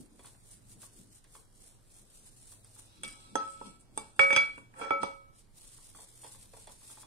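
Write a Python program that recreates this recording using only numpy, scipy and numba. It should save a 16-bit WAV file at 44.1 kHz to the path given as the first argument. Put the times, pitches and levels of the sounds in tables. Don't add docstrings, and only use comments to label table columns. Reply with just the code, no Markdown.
import sys
import numpy as np
from scipy import signal
from scipy.fft import rfft, irfft, dct, next_fast_len
from scipy.io import wavfile
from scipy.ndimage import uniform_filter1d
from numba import njit

SR = 44100
rng = np.random.default_rng(int(sys.argv[2]) if len(sys.argv) > 2 else 0)


def wrap_up_sound(samples):
    columns = np.atleast_2d(samples).T
    tamed = np.clip(columns, -1, 1)
    steps = np.round(tamed * 32767).astype(np.int16)
    wavfile.write(sys.argv[1], SR, steps)


def linear_from_db(decibels):
    return 10 ** (np.asarray(decibels, float) / 20)


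N = 311346
T = np.arange(N) / SR


def evened(x):
    return x / np.sqrt(np.mean(x ** 2) + 1e-20)


def read(points, hz):
    f, value = np.transpose(points)
    return np.interp(np.log(hz + 1), np.log(f + 1), value)


def bands(x, peaks):
    size = next_fast_len(N)
    hz = np.fft.rfftfreq(size, 1 / SR)
    shape = sum(linear_from_db(db) / (1 + ((hz - f) / (width / 2)) ** 2) for f, width, db in peaks)
    return irfft(rfft(x, size) * shape, size)[..., :N]


def swells(rows, power=1):
    t = T[::32]
    gain = np.zeros(len(t))
    for s, db, rise, fall in rows:
        away = np.maximum((s - t) / max(rise, .003), (t - s) / max(fall, .003))
        gain += linear_from_db(db - 20 * away ** power)
    return np.interp(T, t, gain)


def stutter(depth_db, s):
    flicker = evened(uniform_filter1d(rng.standard_normal(N), size=round(s * SR)))
    return evened(linear_from_db(depth_db * flicker))


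def grains(per_s, spread_db, shared, lag_count):
    size = linear_from_db(spread_db * np.minimum(rng.exponential(1, (3, N)), 4)) * rng.standard_normal((3, N))
    a, b, both = size * (rng.random((3, N)) < per_s / SR)
    shared = np.clip(shared, 0, 1)
    return np.sqrt(1 - shared) * np.array([a, b]) + np.sqrt(shared) * np.array([np.roll(both, lag_count), both])


def blows(rows, column):
    train = np.zeros(N)
    for row in rows:
        train[round(row[0] * SR)] += linear_from_db(row[column])
    return train


def rattle(train, s, clean=0.58):
    fade = np.exp(-1 / (s * SR))
    burst = signal.lfilter([np.sqrt(1 - fade ** 2)], [1, -fade], train + 1e-30) * rng.standard_normal(N)
    return clean * train + np.sqrt(1 - min(clean, 1) ** 2) * burst


# start in seconds, end in seconds,
# contact from 0 to 1 at the start, contact at the end.
LIFTS = [
    (3.03, 3.3, .15, 0.12),
    (3.371, 3.744, 0.16, 0.38),
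    (4.194, 4.356, 0.09, 0.4),
    (4.554, 4.686, 0.48, 0.93),
    (4.902, 5.321, 0.51, 0.11),
]


def resting():
    rest, lift_s, settle_s = .88, 0.012, 0.037
    points = []
    for s, end, a, b in LIFTS:
        points += [(s - lift_s, rest), (s, a), (end, b), (end + settle_s, rest)]
    return np.clip(np.interp(T, *np.transpose(points)), 0, 1)


# start in seconds, level change in dB (only losses count).
CHOKES = [
    (3.095, -7.5),
    (3.18, -15),
    (4.302, 3),
    (4.327, -9.5),
    (4.3608, -4),
    (4.904, -1),
    (5.028, -5),
]


def choking():
    loss_db = np.zeros(N)
    for s, db in CHOKES:
        loss_db[round(s * SR)] += min(db, 0)
    return linear_from_db(uniform_filter1d(loss_db, size=88))


@njit
def swing(drive, free, stiffer, lossier, contact, kept):
    out, state, step, last = np.zeros(len(drive), np.complex128), 0j, 0j, -1.
    for i in range(len(drive)):
        if contact[i] != last:
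            step, last = np.exp(free + (stiffer - lossier * contact[i]) * contact[i]), contact[i]
        state = state * step * kept[i] + drive[i]
        out[i] = state
    return out


def ring(drive, modes, stiffen=0, rise_cycles=1.3):
    contact, kept, out = resting(), choking(), np.zeros((2, N))
    for hz, db, t60, damping, pan_db, lead in modes:
        loss, turn = np.log(1000) / max(t60, .002) / SR, 2j * np.pi * hz / SR
        ports = np.array([linear_from_db(pan_db / 2) * np.exp(1j * lead), linear_from_db(-pan_db / 2)])
        ports /= max(abs(ports.mean()), .35)
        slow = np.exp(-hz / SR / rise_cycles)
        soft = signal.lfilter([1 - slow], [1, -slow * np.exp(turn)], drive + 1e-30)
        mode = swing(soft, turn - loss, turn * stiffen, loss * abs(damping), contact, kept)
        out += linear_from_db(db) * (ports[:, None] * mode).imag
    return out


# frequency in Hz, level in dB per Hz.
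AIR = [(12, -26.5), (20, 4), (59, -12), (122, -12.5), (500, -22), (2000, -35), (10200, -38.5), (15500, -47)]
# frequency in Hz, left-right correlation.
SAME = [(30, 0.24), (110, 0.77), (300, 0.32), (3000, 0.088), (15000, .05)]
# peak in seconds, level in dB.
SLOSH = [(.005, -50), (.15, -61), (.77, -58.5), (1.005, -57), (3.05, -56.5), (3.36, -53), (3.676, -51.5),
         (3.99, -56), (4.25, -55), (4.6, -62), (5.032, -53)]
# frequency in Hz, width in Hz, level in dB.
HUM = [
    (39.6, 4.8, -76),
    (101.5, 2.3, -72.5),
    (120.87, 3.6, -72.5),
]


def air():
    frames, hz = N // 512 + 5, np.fft.rfftfreq(2048, 1 / SR)
    a, b, c, d, patches = rng.standard_normal((frames, len(hz), 5)).T
    patches = evened(uniform_filter1d(uniform_filter1d(patches, size=20, axis=0), size=6, axis=1))
    same, left = np.clip(read(SAME, hz), -1, 1)[:, None], a + 1j * b
    z = np.array([left, same * left + np.sqrt(1 - same ** 2) * (c + 1j * d)])
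    white = signal.istft(z * linear_from_db(1.5 * patches), nperseg=2048, noverlap=1536)[1][:, :N]
    size = next_fast_len(N)
    hiss = irfft(rfft(white, size) * linear_from_db(read(AIR, np.fft.rfftfreq(size, 1 / SR))), size)[:, :N]
    hiss_db = -62.5 + np.array([[-.7], [.7]])
    turned = white[:, ::-1]
    rise_s, fall_s, lapping_db = 0.083, 0.091, -76
    rocking = swells((s, db, rise_s, fall_s) for s, db in SLOSH) + linear_from_db(lapping_db)
    slosh = rocking * evened(bands(turned, [(208.2, 100, 1.0), (290.0, 200, -2.5)]))
    hum = sum(linear_from_db(db) * evened(bands(turned, [(f, width, 0)])) for f, width, db in HUM)
    return linear_from_db(hiss_db) * evened(hiss) + slosh + hum


# frequency in Hz, time to fall 60 dB in seconds.
ROOM_T60 = [(200, 0.28), (1000, 0.31), (4000, 0.41), (10000, 0.072)]


def room(x):
    taps = np.zeros((2, SR // 2))
    at = np.arange(160, SR // 2 - 20, 20) + rng.integers(0, 20, (2, (SR // 2 - 161) // 20))
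    np.put_along_axis(taps, at, rng.choice([-1., 1.], at.shape), 1)
    hz, t, (left, other) = signal.stft(taps, SR, nperseg=256)
    same = 1 / (1 + (hz[:, None] / 700) ** 2)
    z = np.array([left, same * left + np.sqrt(1 - same ** 2) * other])
    tail = signal.istft(z * linear_from_db(-60 * t / read(ROOM_T60, hz)[:, None]), SR, nperseg=256)[1]
    return signal.fftconvolve(x.mean(0)[None], tail / np.linalg.norm(tail[0]), axes=1)[:, :N]


# time in seconds, pitch in Hz, level in dB.
SQUEAK = [
    [(2.85, 3350, -84), (2.9, 3720, -75), (2.96, 3980, -73), (3.02, 3750, -77)],
    [(3.2, 3500, -83), (3.25, 4000, -72), (3.34, 3450, -78)],
]


def squeak():
    out = np.zeros(N)
    for rows in SQUEAK:
        s, pitch_hz, db = np.transpose(rows)
        hz = np.interp(T, s, pitch_hz)
        gain = linear_from_db(np.interp(T, s, db, -160, -160))
        wobble = 1 + 0.25 * evened(uniform_filter1d(rng.standard_normal(N), size=300))
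        out += gain * np.sqrt(2) * wobble * np.sin(2 * np.pi * np.cumsum(hz) / SR)
    return out


# start in seconds, peak level in dB, pitch in Hz.
BUMPS = [(.193, -48.5, 370), (0.2452, -49.5, 914), (0.267, -56, 937), (.346, -62.5, 1426),
         (0.718, -72, 930), (0.83, -53, 947), (1.243, -59.5, 1550), (1.35, -49.5, 917), (2.521, -58.5, 900),
         (2.763, -56.5, 870), (2.79, -55.5, 906), (5.783, -60, 940), (5.948, -49.5, 874), (5.986, -50, 690),
         (6.029, -57.5, 518), (6.233, -50.5, 653), (6.242, -45, 460), (6.269, -57, 930), (6.346, -53, 780),
         (6.442, -63.5, 846), (6.535, -46, 428), (6.567, -51.5, 570), (6.672, -44.5, 546),
         (6.694, -55.5, 907), (6.817, -60, 825), (6.898, -53, 916), (6.917, -57, 843), (6.972, -50, 830),
         (7.012, -62, 815), (7.03, -49, 950)]
# frequency in Hz, level in dB,
# time to fall 60 dB in seconds, extra damping on contact, left-right level in dB, left lead in radians.
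THUD = [(300, -11, 0.087, 0.0043, -1.5, 1.6), (457, 2, 0.017, 0.0058, -2, .4),
        (545, -8.5, .12, .005, -6.5, 0.042), (667, 2.5, 0.017, 0.013, -1.5, -0.29),
        (775, -2, .02, 0.0081, -9, 0.83), (849, 3, 0.02, 0.01, -7.5, -3.8),
        (956, -4.5, 0.044, 0.0058, 13, -2.6), (1123, -3.5, 0.025, 0.0092, -2, 1.2)]
CLICK = [(1536, 2.5, 0.0074, 0.00067, -7.5, -7), (1687, -3, 0.012, 0.0083, -4.5, -1.5),
         (1810, -11, 0.033, 0.04, 12, 0), (2400, -9.5, 0.031, 0.0037, -5.5, -2.5),
         (2697, -7, 0.016, 0.013, 5.5, 1)]
GRIP = [(3400, 2, .025, 0, -2, .5), (4400, -2, .015, 0, -2, 1.2)]


def bumps():
    out, t = np.zeros((2, N + 4000)), np.arange(4000) / SR
    sag = 1 + 0.98 * np.exp(-t / 0.00255)
    pan_db = np.array([[-0.25], [0.25]])
    squelch = evened(uniform_filter1d(rng.standard_normal((len(BUMPS), len(t))), size=12, axis=1))
    for (s, peak_db, hz), wet in zip(BUMPS, squelch):
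        tone = np.sin(2 * np.pi * hz * np.cumsum(sag) / SR) + 0.41 * wet
        tone *= linear_from_db(peak_db - 60 * t / 0.044) * (1 - np.exp(-t / 0.0013))
        out[:, round(s * SR):][:, :len(t)] += linear_from_db(pan_db) * tone
    taps = rattle(blows(BUMPS, 1), 0.014, clean=0.32)
    return out[:, :N] + linear_from_db(-6.5) * ring(taps, THUD) + linear_from_db(-9.5) * ring(taps, CLICK + GRIP)


# peak in seconds, fizz
# level in dB, time to rise 20 dB in seconds (never quicker than 0.04).
STROKES = [(.005, -60, 0.1), (.19, -77, -0.5), (0.271, -57.5, 0.18), (0.522, -54.5, 0.12), (.72, -56, 0.09),
           (.822, -54.5, 0.04), (0.851, -52.5, 0.05), (.98, -58, 0.13), (1.156, -58.5, 0.1),
           (1.368, -54.5, 0.1), (1.662, -57, 0.17), (1.972, -57, 0.13), (2.172, -57.5, .11),
           (2.277, -55.5, -0.01), (2.41, -62, 0.27), (2.524, -55, 0.09), (2.789, -57.5, 0.16),
           (2.95, -71, 1), (5.395, -59, 0.07), (5.587, -61.5, 0.02), (5.63, -62, -0.13),
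           (5.691, -58.5, 0.18), (5.766, -61, 0.11), (5.986, -62, 0.1), (6.022, -57.5, 0.08),
           (6.244, -60, 0.09), (6.29, -57, 0.13), (6.34, -56, -0.01), (6.432, -56.5, 0.02),
           (6.565, -63.5, 0.02), (6.615, -56, 0.11), (6.721, -56, 0.02), (6.87, -59.5, 0.27),
           (6.917, -55, 0.13), (7.012, -51.5, 0),
           (5.85, -62, .1),
    (5.9, -60.5, .08),
    (6.09, -66, .25),
    (6.17, -65, .25),
    (6.39, -63, .1),
    (6.5, -70, .15),
]
# frequency in Hz, width in Hz, level in dB.
BRISTLE = [(8560, 3180, -3.5), (9490, 770, -9), (12500, 3700, -31.5), (14000, 1100, -18.5)]
RASP = [(1585, 11000, -1), (3920, 780, -4), (4270, 2700, -0.5), (5640, 1200, -2.5)]
# start in seconds, peak level in dB.
SNAPS = [(.2586, -42.5), (.8185, -44), (1.242, -51.5), (2.646, -45), (3.05, -40.5), (3.079, -36),
         (3.0975, -48), (3.1256, -43.5), (5.985, -52.5), (6.239, -40.5), (6.6715, -42.5), (6.9027, -50)]
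# frequency in Hz, level in dB, time to fall 60 dB in seconds,
# extra damping on contact, left-right level in dB, left lead in radians.
TICK = [(8550, 10.5, 0.008, 0.0026, -4.5, 1.3), (8840, 5.5, 0.022, 0.00055, -3.5, 1.4),
        (9800, -5, 0.018, 0.00036, -0.5, 0.7), (11400, -12.5, 0.0065, 0.0074, -0.6, .3)]


def brush():
    flicks = grains(9000, 2.1, 0.12, lag_count=14)
    fizz, rasp = evened(bands(flicks, BRISTLE)), evened(bands(flicks, RASP))
    quickest_s, fall_share, roundness = .04, 0.77, 1.26
    strokes = []
    for s, db, rise in STROKES:
        rise = max(rise, quickest_s)
        strokes.append((s, db, rise, rise * fall_share))
    press = swells(strokes, roundness) * stutter(2.0, 0.0085)
    wet = linear_from_db(-72 + .5 * T) * (press * 10 ** 3) ** .7
    snaps = blows(SNAPS, 1)
    splash = linear_from_db(11.0) * bands(rattle(snaps, 0.02, clean=0), RASP)
    return press * fizz + wet * rasp + splash + linear_from_db(-11) * ring(snaps, TICK, rise_cycles=1.6)


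# peak in seconds, grit level in dB,
# rise in seconds, fall in seconds.
SLIDES = [(3.06, -50.5, .03, 0.21), (3.21, -69, 0.022, 0.27), (3.52, -54, 0.16, 0.087),
          (3.67, -56, 0.13, .12), (3.805, -56, 0.013, 0.031), (3.985, -49, 0.038, 0.11),
          (4.21, -47, .02, 0.11), (4.372, -51, 0.23, 0.16), (4.585, -64, 0.057, 0.074),
          (4.795, -52, 0.041, 0.11), (5.02, -57, 0.032, 0.18)]
# peak in seconds, rumble level in dB,
# rise in seconds, fall in seconds, grind relative to the rumble in dB.
SCRAPES = [(2.97, -73.5, 0.42, 0.24, 7.5), (3.046, -51.5, 0.01, 0.025, 5.5), (3.1, -62.5, 0.071, 0.63, 1.5),
           (3.375, -49, 0.0091, 0.14, -4.5), (3.5, -68.5, 0.08, 0.28, -2), (3.67, -61.5, 0.092, 0.073, 1.5),
           (3.99, -60.5, 0.053, 0.2, -1), (4.21, -42.5, 0.012, 0.08, 1.5), (4.371, -36, 0.053, 0.078, -2.5),
           (4.51, -68.5, 0.056, 0.19, -1.5), (4.82, -35, 0.054, 0.15, -20), (4.93, -44.5, 0.06, 0.055, -15),
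           (5.026, -55.5, 0.014, 0.093, 8)]
# frequency in Hz, width in Hz, level in dB.
GRIT = [(7780, 910, -6), (8610, 500, -2), (9410, 530, -4.5), (11500, 1300, -20)]
GRIND = [(2630, 610, 0), (3352, 190, 6.5), (4140, 520, 1), (4920, 440, -2.5), (5440, 790, -5),
         (6000, 500, -5)]


def drag():
    grit = evened(grains(4400, 2.9, 0.15, lag_count=5.7))
    hiss = swells(SLIDES) * stutter(1.2, 0.0068)
    rumble = swells(row[:4] for row in SCRAPES)
    grind = swells((s, db + grind_db, rise, fall) for s, db, rise, fall, grind_db in SCRAPES)
    scrape = hiss * evened(bands(grit, GRIT)) + grind * evened(bands(grit, GRIND))
    return grit, rumble, scrape


# start in seconds, click peak in dB, thud in dB,
# tick in dB, high glass modes in dB.
KNOCKS = [(3.0339, -34.5, -43.5, -27, -41.5), (3.3546, -31.5, -26.5, -37.5, -37),
          (3.6134, -70.5, -41, -67, -79), (3.9755, -38, -33, -26, -41.5), (4.1638, -65, -67, -42, -65.5),
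          (4.193, -12, -23, -30.5, -32), (4.3045, -23.5, -36, -46, -40.5), (4.3276, -18.5, -31, -45, -40),
          (4.362, -13.5, -30.5, -43, -26), (4.5784, -46, -45, -50, -61), (4.739, -53.5, -55.5, -73, -78),
          (4.812, -47, -42, -60, -67), (4.907, -30, -25, -46.5, -47), (5.0317, -31, -24, -37.5, -46)]
# frequency in Hz, level in dB,
# time to fall 60 dB in seconds, extra damping on contact, left-right level in dB, left lead in radians.
UPPER = [(3580, -6, .09, 0.1, 2, 2.5), (4188, -13, .05, 0.1, 3, .3), (4730, -10, .04, 0.1, 4, 1.5),
         (4802, -8, .13, 0.1, -4, .3), (5600, -9, .03, 0.1, 0.5, 2.2), (6320, -2, .05, 0.1, 0.5, 1.2),
         (7800, -4, .06, 0.1, -2, .6), (8640, -12, .12, .1, -3, 1.2), (9566, -7, .07, .1, -3, .8),
         (2745, -7, .06, .1, -2, .8)]
THUMP = [(115, 3, 0.086, 0.0033, -1, .1), (190, -5, 0.12, 0.0016, -1, 0.085)]


def body(grit, rumble):
    click_blows, thud_blows, tick_blows, upper_blows = [blows(KNOCKS, c) for c in (1, 2, 3, 4)]
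    shake = rumble * grit
    upper = ring(linear_from_db(-2.0) * rattle(upper_blows, 0.00046) + linear_from_db(-52.5) * shake[1], UPPER)
    thud_drive = linear_from_db(-3.0) * rattle(thud_blows, 0.0036, clean=.45) + linear_from_db(-31.5) * shake[0]
    thud = ring(thud_drive, THUD, rise_cycles=0.34)
    click_drive = linear_from_db(-2.0) * rattle(click_blows, 0.0023, clean=0.41) + linear_from_db(-31.5) * shake[1]
    click = ring(click_drive, CLICK, rise_cycles=.7)
    thump = ring(linear_from_db(-28.5) * (click_blows + thud_blows), THUMP, rise_cycles=0.35)
    tick = ring(linear_from_db(-10.5) * rattle(tick_blows, 0.0026), TICK, rise_cycles=1.9)
    return upper + thump + thud + click + tick


# start in seconds, then its four lowest modes in dB.
CLINKS = [(3.034, -64, -50, -44.5, -44.5), (3.3546, -52, -23.5, -62.5, -42.5),
          (3.6134, -60, -46.5, -78, -73), (3.9767, -53.5, -50.5, -51, -57.5),
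          (4.1936, -27.5, -35.5, -16.5, -32.5), (4.3046, -33, -31.5, -23.5, -47.5),
          (4.328, -40.5, -31.5, -30, -37), (4.362, -31, -21.5, -24, -27), (4.3754, -32, -30, -15.5, -38),
          (4.815, -48.5, -29.5, -42.5, -70.5), (4.9061, -33.5, -17.5, -32, -45.5),
          (5.031, -42.5, -51, -45, -48.5)]
# frequency in Hz, level in dB,
# time to fall 60 dB in seconds, extra damping on contact, left-right level in dB, left lead in radians.
RIM = [
    [(547, 0.5, 0.61, 3, -12.5, 2)],
    [(1294.4, -4.5, 0.51, 1.5, 1.5, -1.2)],
    [(2268, 2, 0.36, 0.25, -6, 1), (2254, -18, 0.3, 0.25, 12, -2.2)],
    [(3338, 3, 0.13, .3, 3.5, 0.65), (3297, -2, 0.12, .3, 7, 0.26)],
]
STIFFEN = [0.028, 0.035, 0.0064, 0.0061]
CROSS = [(1280, 0.5, .7, 1.5, -1.5, 3.07)]
# start in seconds, level in dB.
CROSS_BLOWS = [
    (3.3546, -41),
    (4.1936, -30.5),
    (4.362, -35.5),
    (4.9061, -42),
    (5.031, -44.5),
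]
LOOSE = [(1287, -1.5, .45, 2.5, 2.5, -1.1), (1306, .5, .5, 2.5, -.5, -1.3)]
# start in seconds, level in dB.
LOOSE_BLOWS = [
    (5.031, -40),
]


def glass(grit, rumble):
    out = ring(blows(CROSS_BLOWS, 1) + linear_from_db(-40) * rumble * grit[1], CROSS, STIFFEN[1])
    out += ring(blows(LOOSE_BLOWS, 1), LOOSE)
    shake_db = [-42, -34, -43.0, -50]
    for column, db, group, stiffen in zip([1, 2, 3, 4], shake_db, RIM, STIFFEN):
        out += ring(linear_from_db(-1.0) * blows(CLINKS, column) + linear_from_db(db) * rumble * grit[0], group, stiffen)
    return out


def scene():
    grit, rumble, scrape = drag()
    ringing, close = glass(grit, rumble), brush()
    near = body(grit, rumble) + scrape + bumps() + squeak()
    near = signal.sosfilt(signal.butter(2, 85, "highpass", fs=SR, output="sos"), near)
    tail = room(linear_from_db(-7.0) * near + linear_from_db(-10.5) * close + linear_from_db(-14) * ringing)
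    return near + ringing + close + tail + air()


# frequency in Hz, level in dB over the typical local level.
GATE = [(300, -37), (1900, -11), (3000, 1), (6700, 0.5), (8300, -26), (9600, -8), (14000, 7.5), (15000, 23)]


def gate(x):
    hop, shift = 1024, 2048 - 227
    pair = np.pad([x[0] + x[1], x[0] - x[1]], ((0, 0), (shift, 3 * hop))) / 2
    count, window = N // hop + 3, signal.windows.cosine(2 * hop)
    at = hop * np.arange(count)[:, None] + np.arange(2 * hop)
    a, b, c, d = np.split(pair[:, at] * window, 4, axis=2)
    lines = dct(np.dstack([-c[..., ::-1] - d, a - b[..., ::-1]]), type=4, norm="ortho")
    hz, line_db = (np.arange(hop) + .5) * SR / 2 / hop, 10 * np.log10(lines ** 2 + 1e-20)
    local_db = uniform_filter1d(uniform_filter1d(line_db, size=61, axis=2), size=3, axis=1)
    mood = evened(uniform_filter1d(rng.standard_normal((2, count, 64)), size=4, axis=1))
    bar_db = local_db + read(GATE, hz) + 11.5 * np.repeat(mood, 16, axis=2)
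    top_bar_db = line_db.max(axis=2, keepdims=True) - 61.5
    energy = (lines[..., 60:] ** 2).sum(axis=(0, 2))
    attack = energy > 6 * np.roll(energy, 2)
    lines *= ((line_db > bar_db) | attack[:, None]) & ((line_db > top_bar_db) | (hz < 10200))
    late, early = np.split(dct(lines, type=4, norm="ortho"), 2, axis=2)
    frames = np.dstack([early, -early[..., ::-1], -late[..., ::-1], -late]) * window
    first = frames[:, :1, :hop].reshape(2, 1, -1)
    joined = (frames[:, 1:, :hop] + frames[:, :-1, hop:]).reshape(2, 1, -1)
    mid, side = np.dstack([first, joined])[:, 0, shift:shift + N]
    return np.array([mid + side, mid - side])


def roll_off(x):
    return signal.sosfilt(signal.butter(12, 15770, fs=SR, output="sos"), x)


def record(dry):
    edge = signal.firwin(255, 15790, fs=SR)[None]
    mix = gate(signal.oaconvolve(dry, edge, "same", axes=1))
    return roll_off(mix)


dry = scene()
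out = record(dry)
wrap_up_sound(out)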